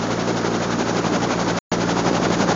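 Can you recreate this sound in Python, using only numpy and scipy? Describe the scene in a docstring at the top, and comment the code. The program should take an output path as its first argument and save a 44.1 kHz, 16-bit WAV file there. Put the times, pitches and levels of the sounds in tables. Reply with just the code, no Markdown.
"""Small helicopter on the grass

A two-bladed piston helicopter runs in an open field while the microphone is walked up to its nose.
The exhaust drones and putters over the steady downwash. Each passing blade adds a low chop, a whoosh
made hollow by its echo off the grass, and a high swish; one blade is a little louder.
The recorder is narrow-band and drops out once for an eighth of a second."""
import sys
import numpy as np
from scipy import signal
from scipy.fft import rfft, irfft, next_fast_len
from scipy.io import wavfile
from scipy.ndimage import map_coordinates

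SR = 44100
rng = np.random.default_rng(int(sys.argv[2]) if len(sys.argv) > 2 else 0)


def transcribe(signal):
    """Save signal, clipped to [-1, 1], as a 16-bit WAV file at the path in sys.argv[1]."""
    frames = np.atleast_2d(signal).T
    limited = np.clip(frames, -1, 1)
    pcm = np.round(limited * 32767).astype(np.int16)
    wavfile.write(sys.argv[1], SR, pcm)


N = 112455

# Tones of the exhaust drone: firing_multiple, mid_walk_level_db, rise_db_per_s
DRONE_TONES = [(1, -45.5, 2), (2, -35.5, -1), (3, -31.5, 2), (4, -36.5, -2.7)]
# Strength of the four cylinders in firing order: level_db
CYLINDER_LEVELS = [2, -1.6, .5, -1]
# Spectra at the microphone: frequency_hz, relative_density_db
DOWNWASH_SPECTRUM = [(20, -52.5), (45, -31.5), (90, -13), (160, -0.5), (300, 6.5), (600, -1.5),
                     (1300, -6.5), (2500, -19.5), (4500, -18.5), (7000, -18.5)]
MUFFLER_SPECTRUM = [(220, -2.5), (320, 1.5), (450, -5), (700, -15.5), (1500, -29.5), (4000, -59)]
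GAS_SPECTRUM = [(60, -61), (150, -6), (300, 6.5), (500, 2.5), (850, -5.5), (1400, -7), (2300, -18),
                (7000, -19)]
CHOP_SPECTRUM = [(40, -44.5), (100, -8.5), (190, 2), (340, -4.5), (550, -3.5), (950, -12.5), (2000, -25)]
WHOOSH_SPECTRUM = [(150, -31), (400, -6.5), (700, 2), (1000, 0), (1500, -3), (1850, -9.5), (2400, -12),
                   (4000, -27)]
SWISH_SPECTRUM = [(300, -33.5), (900, -6.5), (1600, 1.5), (2600, 0), (3600, 1), (5000, -1.5), (6200, 0.5),
                  (7000, -1)]
# Low chop as the microphone moves in under the blades: time_s, level_db
CHOP_LEVELS = [(0, -29.5), (0.599, -29), (.85, -26), (1.3, -23.5), (1.701, -26.5), (1.95, -21),
               (2.15, -23.5), (2.5, -16.5)]
# Treble roll-off of the recorder: frequency_hz, gain_db
RECORDER_ROLL_OFF = [(6900, 0.5), (7350, -16), (7900, -31), (8700, -35.5)]

FIRING_HZ = 58.13
BLADE_PASS_S, FIRST_PASS_S = .0859, .122  # at each pass a blade points at the microphone
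TIME_S = np.arange(N) / SR
FROM_MID_WALK_S = TIME_S - N / 2 / SR


def amp(db):
    """Decibels to gain."""
    return 10 ** (np.asarray(db) / 20)


def unit(x):
    """Scale to rms 1."""
    return x / np.sqrt(np.mean(x ** 2) + 1e-20)


def gain_at(spectrum, hz):
    """Gain of a spectrum table, read along a log frequency axis."""
    frequency_hz, level_db = np.transpose(spectrum)
    return amp(np.interp(np.log(hz + 1), np.log(frequency_hz + 1), level_db))


def wobble(rate_hz):
    """A smooth random curve with rate_hz knots a second."""
    return map_coordinates(rng.standard_normal(4096), [TIME_S * rate_hz], mode="wrap")


def filtered(x, response):
    """Shape x by a gain that depends on frequency."""
    size = next_fast_len(N + SR // 2)
    return irfft(rfft(x, size) * response(np.fft.rfftfreq(size, 1 / SR)), size)[:N]


def noise(spectrum, envelope=1):
    """White noise under an envelope, coloured and scaled to rms 1."""
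    return unit(filtered(envelope * rng.standard_normal(N), lambda hz: gain_at(spectrum, hz)))


def ring(spectrum, size=8192):
    """Causal impulse response with this spectrum."""
    cepstrum = irfft(np.log(gain_at(spectrum, np.fft.rfftfreq(size, 1 / SR))))
    cepstrum[1:size // 2] *= 2
    cepstrum[size // 2 + 1:] = 0
    return irfft(np.exp(rfft(cepstrum)))


def nearing(level_db, rise_db_per_s):
    """Gain that changes steadily as the microphone closes in, passing level_db at mid-walk."""
    return amp(level_db + rise_db_per_s * FROM_MID_WALK_S)


def downwash():
    """Air driven down by the rotor, a steady rush behind everything."""
    return noise(DOWNWASH_SPECTRUM) * nearing(-25, rise_db_per_s=.45)


def exhaust_drone(waver_db=.7, rough_db=1, lag_s=.0031):
    """A low pressure wave leaves the pipe just after each firing: a slightly unsteady hum."""
    cycles = FIRING_HZ * (TIME_S - lag_s)
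    tones = np.zeros(N)
    for multiple, level_db, rise_db_per_s in DRONE_TONES:
        gain = nearing(level_db + waver_db * wobble(11.95), rise_db_per_s)
        tones += gain * np.cos(2 * np.pi * multiple * cycles)
    return np.sqrt(2) * tones * amp(rough_db * wobble(FIRING_HZ))


def exhaust_putter(jitter_s=.0004, scatter_db=4.5, low_cut_hz=262, gas_decay_s=.0051):
    """Each firing thumps through the muffler and lets out a short rush of gas."""
    count = int(N / SR * FIRING_HZ)
    timing, strength = rng.standard_normal((count, 2)).T
    start_s = np.arange(count) / FIRING_HZ + jitter_s * timing
    level_db = np.resize(CYLINDER_LEVELS, count) + scatter_db * np.tanh(strength)
    firings = np.bincount(np.clip(start_s * SR, 0, N - 1).astype(int), amp(level_db), N)
    thumps = signal.fftconvolve(firings, ring(MUFFLER_SPECTRUM))[:N]
    putter = unit(filtered(thumps, lambda hz: 1 - 1 / (1 + (hz / low_cut_hz) ** 14)))  # above the drone
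    puffs = signal.lfilter([1], [1, -np.exp(-1 / (gas_decay_s * SR))], firings)
    gas = noise(GAS_SPECTRUM, puffs)
    return putter * nearing(-31, rise_db_per_s=1.3) + gas * nearing(-33, rise_db_per_s=1.3)


def blade_count(lead_s):
    """Blades gone by so far; a whole number lead_s ahead of each pass."""
    return (TIME_S + lead_s - FIRST_PASS_S) / BLADE_PASS_S


def blade_swells(half_width_s, lead_s=0, mismatch_db=.5, squareness=3.57):
    """A flat-topped swell for every blade that sweeps past, louder and softer in turn."""
    count = blade_count(lead_s)
    swells = np.zeros(N)
    for blade in (np.floor(count), np.floor(count) + 1):
        widths_away = np.abs(count - blade) * BLADE_PASS_S / half_width_s
        swells += amp(mismatch_db * np.cos(np.pi * blade)) * np.exp(-.5 * widths_away ** squareness)
    return swells


def with_grass_echo(x, mean_delay_s=.000945, swing_s=.00051, lag_s=.0036, echo_gain=.9):
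    """The bounce off the grass arrives late; its delay swings with the blade, a hollow sweep."""
    delay_s = mean_delay_s + swing_s * np.cos(2 * np.pi * blade_count(-lag_s))
    return unit(x + echo_gain * np.interp(TIME_S - delay_s, TIME_S, x))


def blade_chop(lumpy_db=2):
    """The low beat that leads each pass, growing unevenly on the way in under the blades."""
    air = unit(noise(CHOP_SPECTRUM) * amp(lumpy_db * wobble(150)))
    level_db = np.interp(TIME_S, *np.transpose(CHOP_LEVELS))
    return air * blade_swells(half_width_s=.025, lead_s=.0057) * amp(level_db)


def blade_whoosh(grainy_db=1.8, narrowing_per_s=.092):
    """The hollow middle of each pass; close up, the blade goes by more abruptly."""
    air = with_grass_echo(noise(WHOOSH_SPECTRUM) * amp(grainy_db * wobble(200)))
    half_width_s = .029 * np.exp(-narrowing_per_s * FROM_MID_WALK_S)
    return air * blade_swells(half_width_s, lead_s=.0034) * nearing(-27.5, rise_db_per_s=2.5)


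def blade_swish():
    """A short, high hiss as each blade points at the microphone."""
    return noise(SWISH_SPECTRUM) * blade_swells(half_width_s=.016) * nearing(-27, rise_db_per_s=1.5)


def scene():
    """Engine and rotor in an open field, on one microphone."""
    engine = exhaust_drone() + exhaust_putter()
    rotor = blade_chop() + blade_whoosh() + blade_swish() + downwash()
    return (engine + rotor)[None]


def record(dry, dropout_s=1.5885, resume_s=1.716, late_s=.066, top_hz=9000):
    """The recorder falls silent once, resumes slightly late and dulls the treble."""
    late = np.roll(dry[0], round(late_s * SR))
    broken = dry[0] * (TIME_S < dropout_s) + late * (TIME_S > resume_s)
    dulled = filtered(broken, lambda hz: gain_at(RECORDER_ROLL_OFF, hz))
    return filtered(dulled, lambda hz: np.clip((top_hz - hz) / 200, 0, 1))[None]


dry = scene()
out = record(dry)
transcribe(out)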